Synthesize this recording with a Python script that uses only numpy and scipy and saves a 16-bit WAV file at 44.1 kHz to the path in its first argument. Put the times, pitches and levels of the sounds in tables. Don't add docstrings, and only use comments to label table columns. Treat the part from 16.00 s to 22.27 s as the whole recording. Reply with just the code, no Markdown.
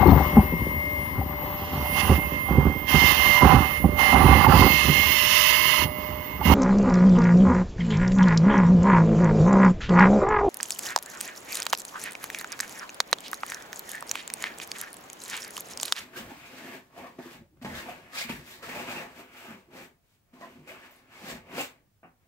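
import sys
import numpy as np
from scipy import signal
from scipy.fft import rfft, irfft, next_fast_len
from scipy.io import wavfile

SR = 44100
rng = np.random.default_rng(int(sys.argv[2]) if len(sys.argv) > 2 else 0)


def decibels_to_gain(level_db):
    exponent = np.asarray(level_db, float) / 20
    return 10 ** exponent


def file_out(sig):
    cols = np.atleast_2d(sig).T
    lim = np.clip(cols, -1, 1)
    pcm = np.round(lim * 32767).astype(np.int16)
    wavfile.write(sys.argv[1], SR, pcm)


N = 276507
LEFT_LEAD = 6


def unit(x):
    return x / np.sqrt(np.mean(x ** 2) + 1e-20)


def in_time(rows):
    s, *columns = np.transpose(rows)
    return [np.interp(np.arange(N) / SR, s, c) for c in columns]


def at_hz(points, hz):
    table_hz, value = np.array(points).T
    return np.interp(np.log(hz + 1e-9), np.log(table_hz), value)


def filtered(x, order, hz, kind="low"):
    return signal.sosfilt(signal.butter(order, hz, kind, fs=SR, output="sos"), x)


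def colour(x, spectrum):
    size = next_fast_len(N)
    hz = np.arange(size // 2 + 1) * SR / size
    return unit(irfft(rfft(x, size) * decibels_to_gain(at_hz(spectrum, hz)), size)[..., :N])


def drift(rate):
    r = np.exp(-2 * np.pi * rate / SR)
    return unit(signal.lfilter([1], [1, -2 * r, r * r], rng.standard_normal(N + SR))[SR:])


def lurches(per_s, fade_s):
    jumps = (rng.random(N) < per_s / SR) * rng.random(N)
    saw = signal.lfilter([1], [1, -np.exp(-1 / (fade_s * SR))], jumps)
    return unit(saw - saw.mean())


def strokes(rows):
    t, power = np.arange(0, N + 32, 32) / SR, 1e-12
    for s, hold, rise, fall, db in rows:
        before = np.maximum(s - t, 0) / max(rise, .003)
        after = np.maximum(t - s - hold, 0) / max(fall, .003)
        power = power + decibels_to_gain(2 * db - 40 * (before + after))
    return np.interp(np.arange(N) / SR, t, 10 * np.log10(power))


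def resonate(x, modes, wander_db=0.):
    out, steps = 0, rng.standard_normal((len(modes), 200))
    wander_per_s = 14.
    for k, (hz, width, db) in enumerate(modes):
        r = np.exp(-np.pi * width / SR)
        wander = np.interp(np.arange(N) * wander_per_s / SR, np.arange(200), steps[k])
        poles = [1, -2 * r * np.cos(2 * np.pi * hz / SR), r * r]
        ring = signal.lfilter([1 - r * r, 0, r * r - 1], poles, x)
        out = out + (-1) ** k * decibels_to_gain(db + wander_db * wander) * ring
    return unit(out)


# start_s, left_lead_samples, share_of_slips
CONTACT = [
    (0., 3, .2),
    (1.5, 2.5, .15),
    (1.7, 6.5, .12),
    (2.1, 8.6, .25),
    (2.3, 8, .2),
    (2.6, 6.3, .35),
    (4.5, 6.4, .28),
    (6.3, 6.3, .4),
]


def slips(per_s, spread_db, clumps):
    born = rng.random(N) < per_s / SR
    heights = decibels_to_gain(spread_db * np.minimum(rng.exponential(1, N), 3))
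    sizes = born * clumps * heights * rng.choice([-1, 1], N)
    lead, share = in_time(CONTACT)
    anywhere = LEFT_LEAD + 7. * rng.standard_normal(N)
    pick = rng.random(N)
    elsewhere = np.where(pick > 1 - .1, 2, anywhere)
    lag = np.where(pick < share, lead + pick / share - .5, elsewhere)
    arrival = np.clip(np.arange(N) + np.round(lag).astype(int), 0, N - 1)
    return np.array([sizes, np.bincount(arrival, sizes, N)]) + 1e-18


def from_contact(x):
    return np.array([x, np.concatenate([np.zeros(LEFT_LEAD), x[:-LEFT_LEAD]])])


# pitch_hz, level_db (per Hz)
AIR = [(25, -14), (64, -4.5), (100, -2), (240, -16.5), (330, -20), (480, -22), (900, -27), (1650, -28),
       (3700, -33), (9300, -34.5), (13800, -34.5), (15200, -31), (15700, -26)]
# pitch_hz, level_db
WHINE = [(15628, -87)]


def still_air():
    mid, side = rng.standard_normal((2, N))
    side = side * .3 + .7 * signal.lfilter(*signal.butter(1, 400., "high", fs=SR), side)
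    (hz, db), = WHINE
    whine = decibels_to_gain(db - 4) * np.sin(2 * np.pi * hz * np.arange(N) / SR)
    return decibels_to_gain(-68.4) * colour(np.array([mid + side, mid - side]), AIR) + whine


# pitch_hz, t60_s
SHOP_T60 = [(100, 0.2), (1000, 0.22), (4000, 0.18), (15000, 0.15)]


def workshop(x):
    t, tail = np.arange(SR // 2) / SR, 0
    mid, side = rng.standard_normal((2, len(t)))
    white = mid + filtered(side, 2, 490.0, "high") * [[1], [-1]]
    edges = 40 * 2. ** np.arange(9.5)
    for low, high in zip(edges, np.minimum(edges[1:], .45 * SR)):
        t60 = at_hz(SHOP_T60, np.sqrt(low * high))
        tail = tail + filtered(white, 2, [low, high], "band") * decibels_to_gain(-60 * t / t60)
    tail = tail * np.clip((t - .003) / .005, 0, 1)
    return signal.fftconvolve(x, tail / np.sqrt(np.sum(tail ** 2) / 2), axes=1)[:, :N]


# start_s, level_db, settle_s
SHIFTS = [(0., -56, 0.091), (.23, -54.5, 0.69), (1.01, -63, 0.18), (1.4, -55, 0.18), (1.68, -51, 0.59),
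          (2.35, -45.5, 0.16), (2.65, -57, 0.65), (2.95, -56, 0.36), (3.51, -60, 0.37), (3.84, -60, .06),
          (4.56, -65, 0.9), (5.32, -55, 0.59), (5.62, -67, 0.085), (6.1, -85, 1.)]


def bench():
    modes = [(50.0, 63, -3.0), (79.3, 11.5, 3.5), (119.0, 100, -1.5)]   # pitch_hz, width_hz, level_db
    mid = resonate(slips(200., 1.3, decibels_to_gain(1.07 * drift(25)))[0], modes)
    side = resonate(slips(200., 1.3, decibels_to_gain(1.07 * drift(25)))[0], modes)
    thud = filtered(mid + decibels_to_gain(-14.5) * side * [[1], [-1]], 2, [35., 220.], "band")
    build_s = 0.18
    return decibels_to_gain(strokes([(s, 0, build_s, settle, db) for s, db, settle in SHIFTS])) * thud


# start_s, level_db, pitch_hz (band centre)
CRUMBS = [
    (4.909, -58, 14000),
    (4.958, -62, 11000),
]


def crumbs():
    t, sizzle, out = np.arange(N) / SR, slips(6000., 3.7, 1.), 0
    span, t60_s = 1.15, 0.2
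    for s, db, hz in CRUMBS:
        band = unit(filtered(sizzle, 2, [hz / span, hz * span], "band"))
        out = out + decibels_to_gain(db - 60 * np.maximum(t - s, 0) / t60_s) * (t > s) * band
    return out


# rattle_s, t60_s, level_db
BUMP = (0.021, 0.22, -50.5)
# pitch_hz, width_hz, level_db
BUMP_MODES = [(171, 61, 5.5), (250, 52, 11.5), (417, 240, 1.5), (700, 110, 6.5), (1100, 280, 1),
              (1500, 370, 0.5), (2100, 660, -6.5), (2700, 330, -5)]


def bump():
    rattle, t60, db = BUMP
    t = np.arange(N) / SR - 6.029
    body = resonate(slips(6000.0, 1.6, 1.), BUMP_MODES)
    fade = decibels_to_gain(db - 60 * np.maximum(t - rattle, 0) / t60) * np.clip(t / .003, 0, 1)
    return filtered(fade * body, 10, 3100.)


# start_s, level_db (peak), pitch_hz (main ring), sharpness_db, t60_s
KNOCKS = [(0.136, -35, 297, -14, 0.037), (0.187, -57, 222, -6, 0.093), (0.315, -27.5, 277, -23, 0.13),
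          (0.962, -33, 676, -16, 0.15), (1.184, -30, 298, -25, 0.074), (1.255, -34, 344, -15, 0.16),
          (1.388, -39.5, 158.4, -31, 0.24), (1.407, -31, 215, -38, 0.058), (1.614, -28, 251, -19, 0.11),
          (1.647, -22.5, 191, -7.5, 0.095), (1.658, -29, 210.2, -10, 0.4), (1.979, -53, 530, 2.5, 0.08),
          (2.247, -30, 235, -18, 0.13), (2.295, -30.5, 925, 0, 0.032), (2.297, -7.5, 235, -42, 0.021),
          (2.633, -31, 472, -11.5, 0.054), (3.189, -33, 310, -25, 0.089), (4.331, -37.5, 250, -22, 0.06),
          (4.411, -43, 644, -4, 0.11), (4.551, -37.5, 250, -31, 0.16), (4.673, -40, 522, -13, 0.23),
          (4.909, -45.5, 700, -5.5, 0.049), (5.581, -35, 290, -19, 0.13)]
# pitch_hz, level_db, t60_s
CHASSIS = [(174, -16, 0.297), (260, -10.5, 0.0333), (454, -34, 0.035), (572, 3.5, 0.046), (700, -12, 0.059),
           (1130, -2, 0.02), (1308, -13, 0.11), (1870, 2, 0.025), (2500, -15.5, 0.054), (2820, -54, .06)]


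def knocks():
    out, t = np.zeros(N + SR), np.arange(SR // 4) / SR
    luck = rng.standard_normal((len(KNOCKS), len(CHASSIS)))
    noise = rng.standard_normal((len(KNOCKS), len(t)))
    cracks = signal.lfilter(*signal.butter(2, 2500., fs=SR), noise)
    for (s, db, hz, sharp_db, t60), row, crack in zip(KNOCKS, luck, cracks):
        soft_contact = np.minimum(t / 0.0048, 1)
        blow = np.sin(2 * np.pi * hz * t) * decibels_to_gain(-60 * t / max(t60, .01)) * soft_contact
        blow += decibels_to_gain(sharp_db + 10.0 - 60 * t / 0.1) * crack
        for (mode_hz, mode_db, mode_t60), chance in zip(CHASSIS, row):
            ring = np.sin(2 * np.pi * mode_hz * (1 + 0.029 * chance) * t)
            blow += decibels_to_gain(sharp_db + mode_db + 3.9 * chance - 60 * t / mode_t60) * ring
        out[round(s * SR):][:len(t)] += decibels_to_gain(db - 8.0) * blow
    return out[:N]


# start_s, level_db (peak), pitch_hz
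TICKS = [(0.134, -37, 1790), (0.165, -39, 1640), (0.252, -40, 700), (0.306, -35, 853), (1.186, -37, 600),
         (1.648, -21, 560), (1.653, -34, 850), (1.649, -38, 2600), (2.135, -42, 1220), (2.293, -33, 2000),
         (2.295, -28, 890), (2.635, -33, 1360), (3.449, -44, 1400), (3.717, -49, 1960), (4.328, -56, 1100),
         (4.355, -57, 1020), (4.413, -38, 1000), (4.679, -42, 2300), (5.511, -46, 2250), (5.527, -45, 7500),
         (5.581, -22, 590), (6.03, -60, 900), (1.906, -44, 5800), (1.98, -41, 1700), (4.911, -48, 6000),
         (4.47, -46, 1500), (3.456, -43, 2000), (2.253, -40, 3500), (3.752, -40, 500)]


def ticks():
    out, t = np.zeros(N + SR), np.arange(SR // 20) / SR
    cycles = 5.2
    for s, db, hz in TICKS:
        out[round(s * SR):][:len(t)] += decibels_to_gain(db - 60 * t * hz / cycles) * np.sin(2 * np.pi * hz * t)
    return out[:N]


# start_s,
# length_s, start_hz, end_hz, level_db
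CREAKS = [(0.147, 0.032, 1500, 1727, -40.5), (0.166, 0.046, 2900, 3010, -42),
          (1.652, 0.027, 856, 894, -37.5), (1.737, 0.029, 2075, 2120, -40.5),
          (2.173, 0.032, 5100, 4300, -41), (2.23, 0.026, 4370, 4650, -45), (4.349, 0.056, 1015, 1054, -57),
          (5.54, 0.026, 2270, 2210, -48), (5.603, 0.017, 7200, 7270, -38), (2.737, 0.1, 2380, 2700, -41),
          (2.872, 0.067, 2600, 2500, -40), (2.939, 0.075, 2700, 2560, -37.5),
          (0.301, 0.033, 844, 800, -45.5), (1.017, 0.055, 700, 700, -48), (1.694, 0.025, 2140, 1860, -41),
          (1.872, 0.038, 700, 700, -36.5), (2.126, 0.04, 1237, 1290, -42),
          (2.152, 0.057, 1904, 2870, -35.5), (2.194, 0.055, 2030, 2430, -36),
          (2.29, 0.039, 2736, 2690, -36.5), (2.617, 0.055, 1285, 1378, -45), (4.417, 0.044, 700, 644, -43),
          (4.411, 0.054, 1079, 984, -43.5), (4.416, 0.032, 1856, 1975, -45.5),
          (4.464, 0.031, 700, 650, -48.5), (4.682, 0.035, 2323, 2340, -44), (4.665, 0.09, 609, 676, -50),
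          (5.57, 0.043, 473, 563, -35), (5.58, 0.047, 790, 840, -37), (1.039, 0.046, 993, 1265, -46),
          (0.966, 0.035, 727, 700, -46), (1.268, 0.042, 1500, 1710, -52), (3.44, .12, 2550, 2500, -55),
          (3.457, 0.076, 1248, 1280, -49), (3.756, 0.092, 2390, 2400, -51),
          (2.733, 0.059, 630, 570, -42.5), (2.878, 0.057, 560, 680, -43.5), (2.959, 0.055, 700, 533, -44),
          (4.41, 0.05, 1450, 1400, -59), (5.582, 0.0445, 2750, 2670, -30.5),
          (.18, 0.051, 196, 244, -42.5), (0.52, 0.046, 266, 270, -48), (1.5, 0.08, 310, 330, -60),
          (2.12, 0.043, 280, 260, -51), (2.32, 0.122, 144, 137, -45), (3.47, .06, 228, 232, -46),
          (3.535, 0.041, 190, 179, -45), (4.56, .1, 169, 390, -56), (5.23, 0.034, 190, 190, -40.5),
          (5.33, 0.049, 192.6, 167, -42), (5.53, 0.039, 170, 200, -38.5), (5.585, 0.048, 294, 262, -36.5),
          (1.64, 0.17, 81.4, 84, -37.5), (1.72, 0.11, 64, 56, -38), (5.31, 0.085, 60, 64, -41),
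          (2.87, 0.065, 108, 105, -47), (4.58, 0.074, 140, 156, -51), (1.4, 0.048, 348, 322, -55.5),
          (5.74, 0.152, 270, 300, -70.5), (5.8, .08, 430, 603, -76), (1.4, .08, 510, 590, -64),
          (6.03, 0.077, 166, 175, -56), (1.648, 0.0304, 233, 219, -36.5), (.36, 0.044, 285, 294, -51),
          (2.29, 0.17, 75, 70, -45), (1.65, .05, 127, 125, -42),
          (0.421, .07, 2400, 2440, -49), (0.699, .06, 2100, 2200, -50), (4.699, 0.033, 2800, 2700, -53),
           (4.796, .08, 1700, 2300, -58), (5.251, 0.066, 757, 786, -54), (5.547, 0.032, 660, 765, -40.5),
           (5.601, 0.033, 617, 560, -40.5), (5.614, 0.057, 2800, 2700, -43), (6.035, 0.03, 720, 730, -51),
           (1.745, 0.028, 3500, 3700, -43), (1.715, 0.0295, 1900, 1600, -44),
           (1.77, .04, 2900, 2750, -47.5), (1.82, .025, 2700, 2500, -45), (1.765, 0.025, 1400, 1300, -44),
           (2.465, .04, 2300, 2500, -50), (2.51, .05, 3500, 3800, -53), (2.235, .04, 2600, 2700, -43),
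           (1.06, 0.039, 1150, 950, -49), (1.045, .04, 720, 746, -49), (5.14, .05, 2200, 2200, -55),
           (5.28, .05, 7200, 7500, -51), (6.035, .045, 2800, 2750, -66), (0.735, .04, 300, 277, -45),
           (3.45, 0.049, 1650, 1600, -54), (3.74, 0.047, 2000, 1950, -57), (4.7, 0.041, 540, 723, -51),
           (0.6, .05, 320, 300, -48), (1.7, .05, 247, 240, -44)]


def squeaks():
    out, waver, rough = np.zeros(N), drift(120.0), drift(180)
    for s, length, start_hz, end_hz, db in CREAKS:
        waver, rough = np.roll(waver, SR // 7), np.roll(rough, SR // 7)
        i = np.arange(round(s * SR), round((s + length) * SR))
        hz = np.linspace(start_hz, end_hz, len(i)) * (1 + 0.05 * (waver[i] - waver[i].mean()))
        swell = decibels_to_gain(db + 3.35 * (rough[i] - rough[i].mean())) * np.hanning(len(i)) ** 0.65
        out[i] += swell * np.sin(2 * np.pi * np.cumsum(hz) / SR)
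    return out


# start_s, length_s, level_db
BRUSHES = [
    (4.03, 0.18, -78),
    (4.866, 0.18, -69.5),
    (6.192, 0.093, -96),
]


def brushes():
    gain = np.zeros(N)
    for s, length, db in BRUSHES:
        span = gain[round(s * SR):round((s + length) * SR)]
        span += decibels_to_gain(db) * np.hanning(len(span))
    return gain


# start_s, settle_s, force_db, weight_db, speed_db
JERKS = [(0.0, 0.084, -43.5, -9, -5.5), (0.981, 0.18, -54.5, 8.5, -1), (1.191, 0.059, -53.5, 15.5, -10),
         (1.571, 0.041, -86, 30, -19), (1.625, 0.078, -54, 5, 2.5), (1.65, 0.62, -51, 9.5, -2.5),
         (1.898, 0.13, -45.5, -14, -11.5), (2.295, 0.18, -42.5, -2, -1.5), (2.629, 0.5, -46.5, 1, -5.5),
         (2.69, 0.37, -45, 2.5, -7), (3.449, 0.23, -55, 6, -2), (3.688, .06, -79, 26, -5),
         (4.337, 0.98, -67, 13, -2.5), (0.135, 0.11, -52.5, -12, -12), (2.134, .06, -49.5, -8, -11),
         (4.411, 0.073, -57.5, 6, -5), (4.677, 0.14, -52, -1, -7), (4.74, 0.43, -53.5, -2, -17)]
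# let_go_s, build_s, force_db, weight_db, speed_db
PULLS = [(0.178, 0.046, -41, -2, 0.5), (0.32, 0.73, -57.5, 11, -4), (0.64, 0.08, -59.5, 17, 1.5),
         (0.752, 0.5, -46.5, 1, -7), (0.975, 0.095, -57, 6.5, -2.5), (1.331, 0.45, -64.5, 14, 3.5),
         (1.783, 0.12, -45.5, -7, -6), (1.89, 0.13, -48, 4.5, -8.5), (2.295, 0.053, -45, -8, -6),
         (2.512, 0.063, -68, -9, 12), (2.802, 0.24, -43, 5, -6.5), (3.2, 0.13, -51, 2.5, -3),
         (3.512, 0.55, -52.5, -1, -8.5), (4.452, 0.13, -55.5, 4, -9), (4.722, 0.1, -52.5, -5, -14),
         (4.86, 0.2, -53.5, -10, -10.5), (5.308, 0.18, -42.5, 0.5, -4), (5.37, 0.11, -52, 4, -17),
         (5.55, 0.11, -45.5, 5.5, -10), (5.588, 0.07, -41, 0, 2.5), (5.612, 0.067, -42, -11, 5)]
# start_s, length_s, force_db, weight_db, speed_db
DRAGS = [(0.213, 0.395, -55.5, -8, -6), (0.99, 0.058, -56.5, 10, -15), (1.226, 0.13, -57, 5.5, -3.5),
         (1.98, 0.32, -61, -23, -22), (2.1574, 0.062, -43, -12.5, 0), (2.464, 0.066, -56.5, -1.5, 4),
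         (2.888, 0.092, -43, 2.5, -8), (2.817, 0.061, -48, -8, -8.5), (3.01, 0.018, -45.5, 3, -10.5),
         (3.083, 0.033, -60.5, 7, -12), (3.215, 0.019, -62.5, 9, -8), (3.335, 0.05, -57.5, -15, -3.5),
         (3.523, 0.024, -55, 2.5, -14), (3.737, 0.016, -56, 7, -7), (3.77, 0.063, -53, 5.5, -4),
         (4.515, 0.047, -66, 1, -4), (5.119, 0.16, -57.5, -10, -14.5), (5.666, 0.039, -65, 5.5, -18),
         (5.76, 0.03, -76, 9.5, -20), (0.79, 0.085, -75.5, 1, 4), (4.04, 0.12, -82, 3, -1),
         (4.19, 0.032, -92, 11, -2), (1.753, 0.054, -47.5, -6, -2), (4.69, 0.025, -54.5, -0.5, -1.5),
         (4.47, 0.014, -62.5, 6, -9), (6.21, .06, -83, 7, -18), (2.51, 0.031, -57, -8, 3.5),
         (3.38, .06, -56.5, -6, -0.5), (1.044, 0.036, -58.5, 9, -11), (5.13, 0.052, -62.5, -10, -6)]


def effort(weight_share, speed_share, steep):
    break_s, let_go_s, take_up_s, ease_off_s = .012, 0.086, 0.046, 0.095
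    shapes = ([(s, 0, break_s, settle, *rest) for s, settle, *rest in JERKS]
              + [(s, 0, build, let_go_s, *rest) for s, build, *rest in PULLS]
              + [(s, length, take_up_s, ease_off_s, *rest) for s, length, *rest in DRAGS])
    rows = []
    for s, hold, rise, fall, force, weight, speed in shapes:
        level_db = force + weight_share * weight + speed_share * speed
        rows.append((s, hold, rise / steep, fall / steep, level_db))
    return strokes(rows)


# start_s, pressure_db (on the cells), lean_db (on the struts)
GRIP = [(0., -2, -0.5), (.18, -18, 0), (.45, -2.5, 0), (.65, -4.5, -3), (1.02, -11, 3), (1.25, -6, -2),
        (1.65, -9.5, 1.5), (1.9, -4.5, 0), (2.18, 3, 2.5), (2.35, -11, -5.5), (2.72, -3.5, 1.5),
        (3.02, -5, 1), (3.2, -11, 0), (3.52, -10, -1), (3.85, -15, -1.5), (4.45, -11, -1.5), (4.6, -7, -3),
        (5.2, -0.5, -1), (5.6, -8, 0)]
# pitch_hz, width_hz, level_db
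JUDDER_MODES = [(175.6, 57.5, -3.5), (228.6, 45.5, 0), (264.5, 48.4, 0.5), (338.2, 30, 0.5),
                (369.6, 47, -1.5)]
STRUT_MODES = [(440, 38, -11), (524.3, 31, -3.5), (635, 44, -5), (692.7, 24.7, -1), (830.5, 54, -4.5),
               (897, 154, -9), (1174, 210, -10.5)]
CELL_MODES = [(1415, 1090, 5.5), (1780, 225, 11.5), (2290, 750, 4.5), (2463, 56, 1), (2513, 41, 2),
              (3040, 1460, -2.5)]
PRESSED_MODES = [(4090, 1880, 19), (5540, 390, -15.5), (6940, 1400, -3)]
# pitch_hz, level_db (per Hz)
HISS = [(1650, -11.5), (2800, -5), (3400, -6.5), (4100, -10.5), (5000, -10), (6600, -12), (8000, -11),
        (9300, -16), (11000, -11), (13100, -11.5), (14600, -16), (15700, -13.5)]


def rubbing():
    pressure_db, lean_db = in_time(GRIP)
    judder_db = effort(0.98, 0, steep=0.98) - lean_db
    strut_db = effort(0.57, 0, steep=1.0) + lean_db
    rasp_db, hiss_db = effort(0, 0, steep=1.127), effort(0, 0.77, steep=1.214)
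    grip = lurches(40., 0.01)
    judder = resonate(slips(400., 1.93, decibels_to_gain(0.54 * drift(32.3))), JUDDER_MODES)
    struts = resonate(slips(1200., 2.94, decibels_to_gain(0.25 * grip)), STRUT_MODES, wander_db=2.1)
    fine = slips(5000., 1.6, decibels_to_gain(0.43 * grip))
    rasp = filtered(resonate(fine, CELL_MODES, wander_db=1.64), 6, 3220)
    rasp = rasp * decibels_to_gain(np.array([[.4], [-.4]]))
    finest = slips(14000., 3.3, decibels_to_gain(0.9 * grip))
    pressed = resonate(finest, PRESSED_MODES, wander_db=3.5)
    hiss = colour(finest, HISS) + decibels_to_gain(pressure_db - 2.0) * pressed
    hiss = hiss * decibels_to_gain(np.array([[-.3], [.3]]))
    return (decibels_to_gain(judder_db - 4.0) * judder + decibels_to_gain(strut_db - 1.5) * struts + decibels_to_gain(rasp_db + 2.5) * rasp
            + (decibels_to_gain(hiss_db + 1.47) + brushes()) * hiss)


def scene():
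    work = rubbing() + bump() + from_contact(squeaks() + knocks() + ticks())
    work = filtered(work, 2, 130., "high") * decibels_to_gain(np.array([[.2], [-.2]]))
    return decibels_to_gain(-0.5) * work + workshop(work) * decibels_to_gain(-4.5) + bench() + still_air() + crumbs()


def low_pass(x):
    return signal.sosfilt(signal.butter(12, 16850, fs=SR, output="sos"), x)


def record(dry):
    mix = signal.sosfilt(signal.ellip(12, .5, 70, 15740, fs=SR, output="sos"), dry)
    return low_pass(mix)


dry = scene()
out = record(dry)
file_out(out)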